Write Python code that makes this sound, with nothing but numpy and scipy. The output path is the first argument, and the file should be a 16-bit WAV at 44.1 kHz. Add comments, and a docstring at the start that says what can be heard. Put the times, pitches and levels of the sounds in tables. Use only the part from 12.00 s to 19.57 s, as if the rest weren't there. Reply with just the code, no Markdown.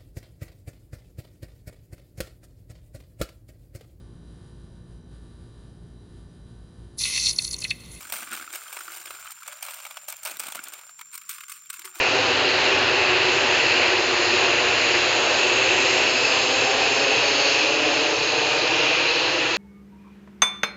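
"""Under a flight path, at head height: a twin-engine airliner passes low, heard through a small camera.
Exhaust roar and airframe rush waver in unsteady air, with brief hollow peaks and swishes.
A low drone sags and fades out near abeam. Faint fan and turbine whines sink with the Doppler shift.
The ground echo sweeps a comb through the roar; the camera's microphone port adds a nasal ring."""
import sys
import numpy as np
from scipy import signal
from scipy.fft import rfft, irfft, next_fast_len
from scipy.io import wavfile
from scipy.ndimage import uniform_filter1d

SR = 44100
rng = np.random.default_rng(int(sys.argv[2]) if len(sys.argv) > 2 else 0)


def file_out(sig):
    """Save sig as 16-bit WAV at sys.argv[1]."""
    # one column per channel
    cols = np.atleast_2d(sig).T
    # limit, then scale
    lim = np.clip(cols, -1, 1)
    pcm = np.round(lim * 32767).astype(np.int16)
    wavfile.write(sys.argv[1], SR, pcm)


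N = 333829
TIME, FREQ = np.arange(N) / SR, np.maximum(np.arange(N // 2 + 1) * SR / N, 1)

# The pass: t/s, Doppler factor, ground echo lag/ms
FLIGHT_PATH = [(0, 1.172, 8.08), (1, 1.125, 8.36), (2, 1.078, 8.62), (3, 1.037, 8.56), (4, 1.0, 8.16),
               (4.5, .986, 7.97), (5, .972, 7.58), (6, .952, 7.0), (6.8, .936, 6.62), (7.57, .92, 6.2)]
# Exhaust and airframe noise: f/Hz, relative density/dB
ROAR_SPECTRUM = [(25, -47.5), (60, -14), (120, -11.5), (220, -11.5), (290, -4), (520, 0.25), (680, -4),
                 (860, -4), (1250, -7.5), (2000, -4.5), (4600, -9.5), (5300, -15.5), (6600, -18),
                 (7500, -29)]
# Directivity of the roar: f/Hz, centre t/s, length/s, height/dB
ROAR_LOBES = [(90, .7, 1.2, 3), (170, 1.7, 5.5, 2), (250, .4, 1.5, 2.5), (330, 4.5, 4.0, -2),
              (440, 4.3, 1.6, 0.5), (564, 5.2, 2, 0.5), (850, 1.0, 14, 6.5), (1980, 1.1, 4.4, 4),
              (2800, 2.8, 6.0, .5), (4400, 3.4, 4.9, 1), (5400, 4.9, 5, 2), (6900, 3.8, 4.4, 5)]
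# Drift of the fan noise: t/s, relative level/dB
FAN_DRIFT = [(0, 1.5), (.2, -1), (.38, -1.3), (.52, 1.5), (.72, -.7), (1.1, 1), (1.45, -1), (1.8, 2),
             (2.07, -2.2), (2.33, -0.5), (2.45, 0), (2.65, .5), (2.85, 2.1), (3.2, -0.8), (3.3, -1.7),
             (3.72, 1), (3.98, 1.5), (4.7, -1.2), (4.98, 0), (5.18, 2), (5.4, 0.5), (5.53, 0), (5.8, -2.7),
             (6.08, 0.1), (6.2, -2.7), (6.55, -2.8), (6.85, 1.3), (7.07, 1), (7.22, -0.5), (7.57, -1)]
# Brief swells and dips in single bands: t/s, length/s, f/Hz, width/Hz, gain/dB
BAND_SWELLS = [(0.145, 1, 525, 90, 1), (0.302, .8, 760, 89.5, 3), (.53, .15, 4320, 1100, 3),
               (1.764, 0.41, 4600, 900, 4), (2.318, .18, 5030, 1200, 4), (2.4, .35, 6600, 700, 2),
               (2.752, 0.97, 452, 110, -2), (2.864, 0.22, 4540, 1100, 2), (3.33, 0.2, 810, 260, 3.5),
               (4.27, .27, 4900, 900, 6), (4.547, .7, 235, 81, 2), (4.75, .45, 770, 80, 7.5),
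               (5.154, 0.58, 438, 70, 4), (5.204, .7, 5360, 396, 3), (5.35, .36, 4560, 600, 5.5),
               (5.453, .2, 6600, 900, 4.5), (5.5, .9, 150, 140, -3), (5.697, .41, 2660, 640, 3.5),
               (5.798, 0.36, 585, 70, 2), (5.94, 0.47, 320, 60, 4), (6.1, .35, 5330, 400, 4),
               (6.15, .6, 455, 60, 2), (6.25, 0.61, 4600, 900, 2), (6.3, .4, 6500, 600, 3),
               (6.42, 0.12, 800, 190, 4.5), (6.65, .5, 925, 81, 3), (6.747, 0.13, 4300, 1000, -4),
               (7.13, 0.34, 4130, 800, 2)]
# Fan and turbine tones: f abeam/Hz, half-width/Hz, in-beam level/dB, beam centre t/s, length/s
BLADE_TONES = [(2610, 24, -39.6, 4.2, 4.0), (2610, 60, -39.5, 6.5, 3.6), (3920, 50, -44, 2.6, 2.2),
               (5190, 30, -50, 0, 1.8), (5330, 160, -41.5, 4.8, 2.6), (6422, 12, -44, 3.55, .8),
               (6600, 130, -43.3, 5.3, 3.2), (6560, 240, -43, 4.0, 4.2), (7380, 170, -45.5, 4.3, 2.6)]
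# Swell of the drone: t/s, level/dB
DRONE_ENVELOPE = [(0, -44), (.7, -34.5), (1.3, -33.5), (1.6, -35.5), (1.85, -33.5), (2.2, -32.5),
                  (2.48, -30), (2.7, -42), (2.95, -34.5), (3.25, -38.5), (3.55, -30.5), (3.95, -31),
                  (4.4, -52)]
# Microphone port peaks and dips: f/Hz, width/Hz, gain/dB
PORT_RESPONSE = [(2140, 420, -2), (2658, 560, 7.5), (3650, 340, -2), (4100, 340, 3), (5780, 280, -5.5),
                 (6240, 200, -1.5), (6495, 370, 3.5), (7050, 600, 4.5)]


def undb(db):
    """Decibels to gain."""
    return 10 ** (np.asarray(db) / 20)


def unit(x):
    """Scale to rms 1."""
    return x / np.sqrt(np.mean(x ** 2))


def hump(x, centre, width):
    """Bell of height 1; full width at half height."""
    return .5 ** ((2 * (x - centre) / width) ** 2)


def curves(table):
    """Columns of a timed table, per sample."""
    times_s, *columns = np.transpose(table)
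    return [np.interp(TIME, times_s, column) for column in columns]


def shape(x, gain):
    """Filter by a gain given on FREQ."""
    size = next_fast_len(N + 8192)
    bins_hz = np.arange(size // 2 + 1) * SR / size
    return irfft(rfft(x, size) * np.interp(bins_hz, FREQ, gain), size)[:N]


def lift(x, hz, width_hz, db):
    """Signal to add to x to change one band by db."""
    return shape(x, hump(FREQ, hz, width_hz)) * (undb(db) - 1)


def walk(rate_hz):
    """Smooth random curve, rms 1."""
    hold = int(SR / rate_hz)
    steps = rng.standard_normal(2048)[np.arange(N) // hold]
    return unit(uniform_filter1d(uniform_filter1d(steps, hold), hold))


def narrow_band(hz, skirt):
    """Noise of rms 1 around a moving pitch; skirt is gain against offset."""
    phase = 2 * np.pi * np.cumsum(hz) / SR
    a, b = (shape(rng.standard_normal(N), skirt) for _ in range(2))
    return unit(a * np.cos(phase) + b * np.sin(phase))


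def roar(level_db=-21.5, top_flicker_db=1.29, flicker_hz=10):
    """Turbulent noise; bands swell with the aircraft's aspect and flicker through eddies."""
    hz, density_db = np.transpose(ROAR_SPECTRUM)
    log_freq = np.log(FREQ)
    spectrum = undb(np.interp(log_freq, np.log(hz), density_db))
    noise = unit(shape(rng.standard_normal(N), spectrum))
    log_lobe_freq = np.log([row[0] for row in ROAR_LOBES])
    lobes_db = [db * hump(TIME, at_s, length_s) for _, at_s, length_s, db in ROAR_LOBES]
    centres_hz = np.geomspace(90, 7200, 18)
    out = 0
    for centre_hz, pick in zip(centres_hz, np.eye(len(centres_hz))):
        band = shape(noise, np.interp(log_freq, np.log(centres_hz), pick))
        weights = [np.interp(np.log(centre_hz), log_lobe_freq, row) for row in np.eye(len(lobes_db))]
        swell_db = sum(weight * (lobe - lobe.mean()) for weight, lobe in zip(weights, lobes_db))
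        flicker_db = top_flicker_db * np.sqrt(centre_hz / centres_hz[-1])  # eddies bend short waves most
        out += band * undb(swell_db + flicker_db * walk(flicker_hz))
    return out * undb(level_db)


def fan_drift(x):
    """Added to the roar: the fan band drifts in level."""
    drift_db, = curves(FAN_DRIFT)
    return lift(x, hz=2470, width_hz=1300, db=1.05 * (drift_db - drift_db.mean()))


def band_swells(x):
    """Added to the roar: hollow ringing peaks low down, swishes in the hiss, a few dips."""
    return sum(lift(x, hz, width_hz, db * hump(TIME, at_s, length_s))
               for at_s, length_s, hz, width_hz, db in BAND_SWELLS)


def unsteady_air(x, waver_db=.31, waver_hz=8):
    """Moving air makes the whole roar waver."""
    return x * undb(waver_db * walk(waver_hz))


def whines(doppler, beam_depth_db=16, fade_db=1.5, fade_hz=7):
    """Blade tones, each beamed its own way and smeared by the jet's shear layer."""
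    out = 0
    for hz, half_width_hz, db, at_s, length_s in BLADE_TONES:
        tone = narrow_band(hz * doppler, 1 / (1 + (FREQ / half_width_hz) ** 2))
        beam_db = beam_depth_db * (hump(TIME, at_s, length_s) - 1)
        out += tone * undb(db + beam_db + fade_db * walk(fade_hz))
    return out


def drone(start_hz=387.2, sag_hz_per_s=9, width_hz=66):
    """Narrow noise band humming in the roar until the aircraft is abeam."""
    level_db, = curves(DRONE_ENVELOPE)
    return narrow_band(start_hz - sag_hz_per_s * TIME, hump(FREQ, 0, width_hz)) * undb(level_db)


def ground_echo(x, lag_ms, scatter_hz=1050, turn_deg=55, turn_hz=300, grazing_per_ms=.3):
    """Bounce off rough ground: treble scattered, phase turned above the bass."""
    turn = np.exp(1j * np.radians(turn_deg) * FREQ ** 4 / (FREQ ** 4 + turn_hz ** 4))
    bounce = shape(x, .35 * turn / (1 + (FREQ / scatter_hz) ** 2))
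    grazing = 1 + grazing_per_ms * (lag_ms.max() - lag_ms)  # flatter arrival: less lag, more echo
    return grazing * np.interp(TIME - lag_ms / 1000, TIME, bounce)


def receding(x, from_s=6.1, db_per_s=1.5):
    """The body of the roar thins once the aircraft is well past."""
    return x + lift(x, hz=560, width_hz=620, db=-db_per_s * np.maximum(TIME - from_s, 0))


def scene():
    """The aircraft, direct and off the ground."""
    doppler, lag_ms = curves(FLIGHT_PATH)
    noise = roar()
    noise = unsteady_air(noise + fan_drift(noise) + band_swells(noise))
    aircraft = receding(noise) + whines(doppler) + drone()
    return (aircraft + ground_echo(aircraft, lag_ms))[None]


def record(dry):
    """Camera microphone: port ring, bass notch, top cut."""
    notch_hz, notch_width_hz, top_hz = 193, 90, 7600
    port_db = sum(db * hump(FREQ, hz, width_hz) for hz, width_hz, db in PORT_RESPONSE)
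    detune = FREQ ** 2 - notch_hz ** 2
    notch = np.abs(detune) / np.hypot(detune, FREQ * notch_width_hz)
    coloured = shape(dry[0], undb(port_db) * notch)
    lowpass = signal.ellip(10, .2, 70, top_hz, fs=SR, output="sos")
    return signal.sosfilt(lowpass, coloured)[None]


dry = scene()
out = record(dry)
file_out(out)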